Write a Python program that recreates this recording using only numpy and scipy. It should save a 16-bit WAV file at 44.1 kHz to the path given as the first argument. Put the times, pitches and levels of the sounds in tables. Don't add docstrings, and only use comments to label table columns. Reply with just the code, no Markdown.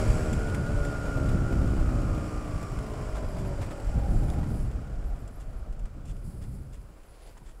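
import sys
import numpy as np
from scipy import signal
from scipy.fft import rfft, irfft
from scipy.io import wavfile
from scipy.ndimage import uniform_filter1d

SR = 44100
rng = np.random.default_rng(int(sys.argv[2]) if len(sys.argv) > 2 else 0)


def unload_audio(sound):
    columns = np.transpose(np.atleast_2d(sound))
    steps = np.round(np.clip(columns, -1, 1) * 32767)
    wavfile.write(sys.argv[1], SR, steps.astype(np.int16))


N = 335160
TIME = np.arange(N) / SR

# f/Hz, width/Hz, level/dB
PIPE_MODES = [(232, 22, -1), (268, 24, 1.5), (308, 25, 1), (391, 25, -.5), (431, 31, -2), (478, 45, -6),
              (567, 34, .5), (627, 48, -1), (786, 57, -10)]


def undb(db):
    return 10 ** (np.asarray(db) / 20)


def unit(x):
    return x / np.sqrt(np.mean(x ** 2))


def curve(table):
    return np.interp(TIME, *np.transpose(table))


def colour(x, points):
    hz, db = np.transpose(points)
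    f = np.maximum(np.fft.rfftfreq(len(x), 1 / SR), 1)
    skirts = np.minimum(f / hz[0], 1) ** 2 * np.minimum(hz[-1] / f, 1) ** 2
    gain = undb(np.interp(np.log(f), np.log(hz), db))
    return unit(irfft(rfft(x) * skirts * gain, len(x)))


def resonance(f, hz, width):
    return 1j * f * width / (hz ** 2 - f ** 2 + 1j * f * width)


def ring(x, modes):
    f = np.fft.rfftfreq(N, 1 / SR)
    response = sum(undb(db) * resonance(f, hz, width) for hz, width, db in modes)
    return unit(irfft(rfft(x) * response, N))


def noise():
    return rng.standard_normal(N)


def walk(rate):
    coarse = rng.standard_normal(N // 20)
    f = np.fft.rfftfreq(len(coarse), 20 / SR)
    slow = unit(irfft(rfft(coarse) / (1 + (f / rate) ** 4), len(coarse)))
    return np.interp(np.arange(N), 20 * np.arange(len(slow)), slow)


def swell(middle_s, length_s):
    return np.exp(-np.abs(2 * (TIME - middle_s) / length_s) ** 3)


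def add(out, s, sound):
    i = int(s * SR)
    out[i:i + len(sound)] += sound[:N - i]


def speed_gain(speed_ratio, cruise_db, doubling_db):
    return undb(cruise_db + doubling_db * np.log2(speed_ratio))


def engine_gain(crank_hz, cruise_db, doubling_db, throttle_db, clutch_drop_db):
    cruise_hz, shut_s, clutch_s, fade_s = 70, .48, 4.34, .74
    throttle = np.maximum(1 - TIME / shut_s, 0)
    released = 1 - np.exp(-np.maximum(TIME - clutch_s, 0) / fade_s)
    load_db = throttle_db * throttle - clutch_drop_db * released
    return speed_gain(crank_hz / cruise_hz, cruise_db, doubling_db) * undb(load_db)


def drone(turns, crank_hz, wander_db=1.7, roughness=.25):
    # crank order, then level/dB at high, middling and low revs
    harmonics = [(3, 6, 3, -3), (4, 0, 5.5, -4), (5, 3.5, 7.5, -4), (6, 2.5, -.5, -2), (7, -1, -3, 0),
                 (8, 1.5, -2, 3), (9, -5, -2, -6), (10, -7, -5, -8), (11, -6, -2.5, -6), (12, -6, -2, 1),
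                 (13, -6, -4, 0), (14, -8, -6, -3), (15, -8, -6, -4), (18, -12, -8, 1), (20, -12, -8, 6)]
    revs_hz = [76, 63, 52]
    unevenness = .02 * np.clip((47 - crank_hz) / 10, .08, 1.5)
    angle = turns + unevenness * walk(25)
    tones = 0
    for order, *levels in harmonics:
        db = np.interp(crank_hz, revs_hz[::-1], levels[::-1])
        pipe_power = sum(np.abs(undb(mode_db) * resonance(order * crank_hz, f, width)) ** 2
                         for f, width, mode_db in PIPE_MODES)
        amplitude = np.sqrt(2 * pipe_power) * undb(db + wander_db * walk(3.5))
        tones += amplitude * np.sin(2 * np.pi * (order * angle + rng.random()))
    brief_dip = undb(-4.5 * swell(middle_s=2.72, length_s=.45))
    gain = engine_gain(crank_hz, cruise_db=-46.5, doubling_db=7.5, throttle_db=0, clutch_drop_db=16.5)
    return tones * (1 + roughness * walk(25)) * gain * brief_dip


def burble(turns, crank_hz, decay_cycles=.72, scatter_db=3):
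    puffs = np.exp(-(turns / 2 % 1) / decay_cycles) * undb(scatter_db * walk(21))
    gain = engine_gain(crank_hz, cruise_db=-50, doubling_db=2, throttle_db=2, clutch_drop_db=16)
    return ring(noise() * puffs, PIPE_MODES) * gain


def gear_whine(turns, crank_hz, waver_cycles=.15):
    # t/s, f/Hz
    mesh = [(0, 1570), (.17, 1540), (.23, 1570), (.29, 1500), (.38, 1512), (.45, 1475), (.52, 1440),
            (.57, 1462), (.64, 1402), (.73, 1490), (.82, 1428), (1, 1420), (1.09, 1383), (1.15, 1420),
            (1.25, 1365), (1.34, 1345), (1.41, 1335), (1.5, 1358), (1.62, 1300), (1.7, 1312), (1.9, 1255),
            (1.99, 1248), (2.05, 1273), (2.16, 1202), (2.35, 1215), (2.53, 1143), (2.65, 1174),
            (2.88, 1032), (3.07, 1045), (4, 822), (6, 560), (7.6, 500)]
    offsets = [-3, -2, -1, 0, 1, 2, 3]
    levels = [-3, -8, -3.5, 2.5, -2, -7, -8]
    # f/Hz, level/dB
    housing = [(850, -17), (980, -13), (1040, -7), (1100, -10), (1150, -4.5), (1250, -4.5), (1295, -10),
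               (1355, -3), (1420, 4.5), (1475, 0), (1510, -13), (1600, -16)]
    mesh_hz = curve(mesh)
    chatter = .055 * (60 / crank_hz) ** 6 * walk(45)
    teeth = np.cumsum(mesh_hz) / SR + chatter
    whine = 0
    for offset, db in zip(offsets, levels):
        housing_db = np.interp(mesh_hz + offset * crank_hz, *np.transpose(housing))
        amplitude = undb(housing_db + db + 2 * walk(15))
        whine += amplitude * np.sin(2 * np.pi * (teeth + offset * turns + waver_cycles * walk(3.7)))
    gain = engine_gain(crank_hz, cruise_db=-46.5, doubling_db=3, throttle_db=-4.5, clutch_drop_db=21)
    return whine * gain


def clatter(turns, crank_hz, decay_turns=.48, tap_depth=.55):
    # crank order, blur/Hz, level/dB, loudest at crank f/Hz, crank range/Hz
    whirrs = [(40, 200, -17, 55, 12), (97, 110, -11, 56, 4), (100, 160, -12.5, 49, 4),
              (152, 220, -16, 48, 3), (180, 340, -11, 43.5, 3), (186, 220, -11, 39.7, 1.3)]
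    # f/Hz, level/dB
    spectrum = [(1000, 5.5), (1700, 0), (2460, 1.5), (2620, -3.5), (3020, -3.5), (3700, -14), (4880, -5.5),
                (5710, -8), (6260, -10.5), (7600, -3), (8410, -8.5), (10100, -10), (12000, -21),
                (13000, -23), (15500, -34)]
    # f/Hz, width/Hz, level/dB
    case_modes = [(1266, 38, -2), (1370, 31, 16), (1412, 18, 18), (2480, 30, 2), (2776, 50, 0),
                  (3350, 30, -6), (4740, 96, 0), (5290, 180, -2.5), (5570, 40, 2), (6660, 54, 1),
                  (7300, 110, -8)]
    taps = 1 + tap_depth * np.exp(-(turns % 1) / decay_turns) * undb(1.1 * walk(25))
    taps = unit(taps) * undb(.6 * walk(8))
    whirr = 0
    for order, blur_hz, db, loudest_hz, range_hz in whirrs:
        nearness = np.exp(-((crank_hz - loudest_hz) / range_hz) ** 2)
        whirr += undb(db) * nearness * walk(blur_hz) * np.sin(2 * np.pi * order * turns)
    direct = colour((noise() + whirr) * taps, spectrum)
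    ringing_db = np.interp(crank_hz, [27, 38], [-11, -5])
    cases = undb(ringing_db) * ring(noise() * taps, case_modes)
    gain = engine_gain(crank_hz, cruise_db=-51, doubling_db=6.5, throttle_db=7.5, clutch_drop_db=9.5)
    return (direct + cases) * gain


def buffeting(spectrum, steadiness=.65, flutter_db=1.7):
    eddies = colour(noise(), spectrum)
    envelope = np.sqrt(uniform_filter1d(eddies ** 2, SR // 10))
    return unit(eddies / envelope ** steadiness * undb(flutter_db * walk(5.9)))


def wind(speed_ratio):
    # middle t/s, length/s, lift of large eddies/dB, lift of small eddies/dB
    gusts = [(0.1, 0.1, 9, 2), (0.446, 0.095, -1, 0), (0.787, 0.1, 6, 0.5), (1.283, 0.29, 2.5, 6.5),
             (1.67, 0.58, 6.5, 6), (1.83, 0.12, 7.5, 1), (2.064, 0.34, 6, 4.5), (2.296, .08, -5, 0.5),
             (2.62, .16, -4, 1), (2.77, 0.075, 4.5, 2.5), (2.96, .1, -2, -0.5), (3.108, 0.11, 5, -3),
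             (3.236, 0.11, 7.5, -2), (3.517, 0.32, 5, 5.5), (3.77, 0.11, 0, -5.5), (3.888, 0.039, 19.5, 6),
             (3.968, 0.051, 9.5, 12.5), (4.106, 0.25, 13, 7.5), (4.35, 0.24, 6.5, 12), (4.61, 0.29, 8.5, 9),
             (4.785, .1, 4, 6), (5.065, 0.33, 10.5, 3.5), (5.656, 0.45, 8, 1), (5.843, 0.053, 10.5, 6.5),
             (5.973, 0.075, 2, 7), (6.128, 0.17, 10, 8.5), (6.26, 0.07, 8, 9), (6.544, 0.55, 5.5, 15.5),
             (7.488, 0.054, 11, 2)]
    # f/Hz, level/dB
    large_spectrum = [(12, -10), (24, 0), (42, 0), (55, -4), (75, -16), (150, -40)]
    # f/Hz, level/dB
    small_spectrum = [(35, -30), (60, -1), (85, -2.5), (125, -4), (190, -11.5), (280, -18), (450, -30),
                      (900, -45.5), (2500, -64)]
    large_lift = undb(sum(db * swell(s, length) for s, length, db, _ in gusts))
    small_lift = undb(sum(db * swell(s, length) for s, length, _, db in gusts))
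    large = buffeting(large_spectrum) * speed_gain(speed_ratio, cruise_db=-32.5, doubling_db=6.8)
    small = buffeting(small_spectrum) * speed_gain(speed_ratio, cruise_db=-29.5, doubling_db=12.74)
    return large * large_lift + small * small_lift


def tyres(speed_ratio):
    # f/Hz, level/dB
    spectrum = [(100, -77), (300, 4.5), (600, 8), (780, 4), (900, -5.5), (1150, -1), (1450, 0),
                (1700, -8.5), (2500, -20), (5000, -23.5)]
    gain = speed_gain(speed_ratio, cruise_db=-42, doubling_db=10.24)
    return colour(noise(), spectrum) * gain * undb(1.1 * walk(17))


def singing_metal(blur_hz=28):
    # middle t/s, length/s, f/Hz, level/dB
    modes = [(.2, .36, 7860, -59), (.35, .32, 7445, -60.5), (.6, .32, 9090, -65.5), (1.15, .8, 6670, -70)]
    out = np.zeros(N)
    for s, length, hz, db in modes:
        amplitude = undb(db) * swell(s, length) * walk(blur_hz)
        out += amplitude * np.sin(2 * np.pi * (hz * TIME + .2 * walk(blur_hz)))
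    return out


def loose_parts():
    # t/s, level/dB, relative knock level/dB, decay/s
    ticks = [(.171, -46, 1, .006), (.328, -40, -1, .008), (.544, -39.5, 7, .008), (.849, -42, 5, .007),
             (1.29, -42, 1, .007), (2.627, -46.5, 0, .007), (2.786, -51, 6, .008), (4.301, -40, -15, .0022),
             (4.713, -54, 5, .006), (5.276, -55, -5, .008), (5.724, -58, -1, .01), (5.791, -56, -2, .009),
             (5.854, -54.5, 8, .007), (6.165, -57, -7, .006), (7.033, -61, 3, .007),
             (7.157, -63, -12, .004)]
    # t/s, level/dB, length/s, relative knock level/dB
    rattles = [(3.144, -55, 0.052, 10), (3.377, -55, 0.04, 3), (3.602, -54, 0.052, 11),
               (3.7, -60.5, 0.033, 13.5), (5.395, -59.5, 0.033, 0), (6.05, -60.5, 0.02, -12),
               (6.067, -58, 0.06, -16), (6.409, -59.5, 0.045, 4.5), (6.722, -61, 0.044, 1),
               (7.371, -58.5, 0.015, 1), (7.439, -63.5, 0.087, 3)]
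    # f/Hz, level/dB
    bright_spectrum = [(1500, 4), (2600, 10), (3300, 7), (4000, -1), (5000, 7.5), (6200, 3), (7600, 7),
                       (8700, 1), (9600, 5), (12000, -4), (16000, -20)]
    # f/Hz, level/dB
    knock_spectrum = [(200, 15), (600, 15.5), (1100, 12), (2000, 7.5), (3200, -1.5), (5000, -6)]
    # f/Hz, width/Hz, level/dB
    metal_modes = [(2670, 55, -13), (2840, 39, -3), (3460, 140, 0), (6580, 140, -3), (7320, 78, 5.5),
                   (7840, 27, -2), (8200, 32, 4), (8500, 66, 2)]
    bright, dull = np.zeros(N), np.zeros(N)
    t = TIME[:SR // 4]
    for s, db, knock_db, decay in ticks:
        blow = undb(db) * np.minimum(t / (.25 * decay), 1) * np.exp(-t / decay)
        add(bright, s, blow)
        add(dull, s, blow * undb(knock_db))
    for s, db, length, knock_db in rattles:
        shake = undb(db) * np.minimum(t / (.3 * length), 1) * np.exp(-(t / length) ** 4)
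        add(bright, s, shake)
        add(dull, s, shake * undb(knock_db))
    contacts = unit(undb(1.8 * walk(300)))
    metal = unit(colour(noise(), bright_spectrum) + undb(-3) * ring(noise(), metal_modes))
    return contacts * (bright * metal + dull * colour(noise(), knock_spectrum))


def bumps(thump_rise_s=.0026, thump_decay_s=.017, clank_decay_s=.0095):
    # t/s, thump level/dB, clank level/dB
    impacts = [(4.431, -37, -42), (5.855, -52, -61), (7.369, -65, -52), (7.417, -47, -62)]
    # f/Hz, level/dB
    spectrum = [(130, 6), (230, 5.5), (450, -20), (1200, -60)]
    # f/Hz, width/Hz, level/dB
    bar_modes = [(607, 30, 0), (966, 73, 16), (1870, 30, 7), (3120, 15, -13.5), (3680, 80, -31)]
    thump, clank = np.zeros(N), np.zeros(N)
    t = TIME[:SR // 4]
    for s, thump_db, clank_db in impacts:
        add(thump, s, undb(thump_db) * np.minimum(t / thump_rise_s, 1) * np.exp(-t / thump_decay_s))
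        add(clank, s, undb(clank_db) * np.exp(-t / clank_decay_s))
    return thump * colour(noise(), spectrum) + clank * ring(noise(), bar_modes)


def brake_rub(rise_share=.4, release_s=.061, flicker_db=1):
    # start t/s, length/s, level/dB
    rubs = [(3.975, 0.36, -62), (4.45, 0.16, -60), (4.95, 0.66, -74), (6.098, 0.095, -72),
            (6.148, 0.42, -67.5), (6.234, 0.037, -67), (6.502, 0.045, -73), (6.586, 0.24, -75),
            (6.702, 0.99, -72.5), (7.207, 0.079, -75)]
    # f/Hz, level/dB
    spectrum = [(2500, -35), (4800, -1), (6000, -13), (7500, -2.5), (9000, -1.5), (10500, 4), (12000, -7.5),
                (15500, -10)]
    pressure = np.zeros(N)
    for s, length, db in rubs:
        rise = np.clip((TIME - s) / (rise_share * length), 0, 1)
        release = np.exp(-np.maximum(TIME - s - length, 0) / release_s)
        pressure += undb(db) * rise * release
    return pressure * undb(flicker_db * walk(44)) * colour(noise(), spectrum)


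def brake_squeaks():
    # t/s, length/s, start f/Hz, end f/Hz, level/dB, scratchiness (0-1)
    squeaks = [(3.25, .11, 11600, 10500, -67.5, .8), (3.36, .06, 10300, 11500, -67.5, .8),
               (3.43, .09, 10500, 11800, -65.5, .8), (5.05, .07, 11000, 11900, -68, 1),
               (5.18, .05, 13000, 12000, -73, 1), (5.28, .16, 11000, 11500, -71, 1),
               (5.56, .06, 11300, 10700, -71, .6), (7.05, .03, 12400, 13800, -73, .3),
               (7.06, .09, 10100, 9700, -70, .25), (7.2, .09, 9600, 11300, -67.5, .4),
               (7.29, .05, 13800, 12400, -73, .6)]
    out = np.zeros(N)
    wobble = .0315 * walk(45) + .048 * walk(700)
    grip_db = 6 * walk(260)
    for s, length, start_hz, end_hz, db, scratch in squeaks:
        n = int(length * SR)
        span = slice(int(s * SR), int(s * SR) + n)
        hz = np.linspace(start_hz, end_hz, n) * (1 + scratch * wobble[span])
        grip = unit(undb(scratch * grip_db[span]))
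        envelope = undb(db) * grip * np.sqrt(2 * np.hanning(n))
        add(out, s, envelope * np.sin(2 * np.pi * np.cumsum(hz) / SR))
    return out


def brake_groan():
    # middle t/s, length/s, level/dB
    bites = [(4.248, 0.71, -49), (5.1, 0.085, -55.5)]
    # f/Hz, width/Hz, level/dB
    disc_modes = [(525, 17, -15), (607, 7.8, 2.5), (719, 21, -0.5), (800, 11, 4)]
    return ring(noise(), disc_modes) * sum(undb(db) * swell(s, length) for s, length, db in bites)


def scrape(peak_s=7.29, rise_s=.17, fall_s=.04, peak_db=-56.5, grain_db=2):
    # f/Hz, level/dB
    spectrum = [(500, 16), (800, 13), (1400, -1), (2200, 3), (3800, 0), (4750, 2), (5800, -7), (7000, -3),
                (12000, -16)]
    t = TIME - peak_s
    envelope = undb(peak_db) * np.exp(np.minimum(t / rise_s, -t / fall_s))
    grains = noise() * undb(grain_db * walk(200))
    return envelope * colour(grains, spectrum)


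def town(level_db=-65):
    # f/Hz, level/dB
    spectrum = [(120, 1), (260, -5), (420, -0.5), (580, -8), (900, -6.5), (1400, -8), (2000, -20),
                (3200, -21), (6000, -29)]
    return colour(noise(), spectrum) * undb(level_db)


def scene():
    # t/s, f/Hz
    crank_speed = [(0, 78.2), (.25, 77), (.55, 72.7), (1, 71.1), (1.2, 68.4), (1.55, 66.8), (2, 62.7),
                   (2.4, 60.2), (3, 52.8), (3.5, 47.3), (4, 41.3), (6, 28), (7.6, 25)]
    # t/s, v/(m/s)
    road_speed = [(0, 10.57), (2.6, 7.22), (4.35, 6.3), (5.3, 4.4), (6.6, 2.37), (7, 1.97), (7.6, 2.07)]
    speed_ratio = curve(road_speed) / 10
    surge_hz, surge_depth, crest_s = 2.17, .008, .75
    surge = surge_depth * np.cos(2 * np.pi * surge_hz * (TIME - crest_s))
    crank_hz = curve(crank_speed) * (1 + surge)
    turns = np.cumsum(crank_hz * (1 + .0015 * walk(10))) / SR
    engine = sum(layer(turns, crank_hz) for layer in (drone, burble, gear_whine, clatter))
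    street = tyres(speed_ratio) + town() + wind(speed_ratio)
    chassis = singing_metal() + loose_parts() + bumps()
    brake = brake_rub() + brake_squeaks() + brake_groan()
    return (engine + street + chassis + brake + scrape())[None]


def record(dry, hiss_db=-76, whistle_db=-84, whistle_hz=15277, cutoff_hz=15650):
    whistle = undb(whistle_db) * np.sin(2 * np.pi * whistle_hz * TIME)
    hiss = undb(hiss_db) * noise()
    lowpass = signal.ellip(10, .2, 70, cutoff_hz, fs=SR, output="sos")
    return signal.sosfilt(lowpass, dry + whistle + hiss)


dry = scene()
out = record(dry)
unload_audio(out)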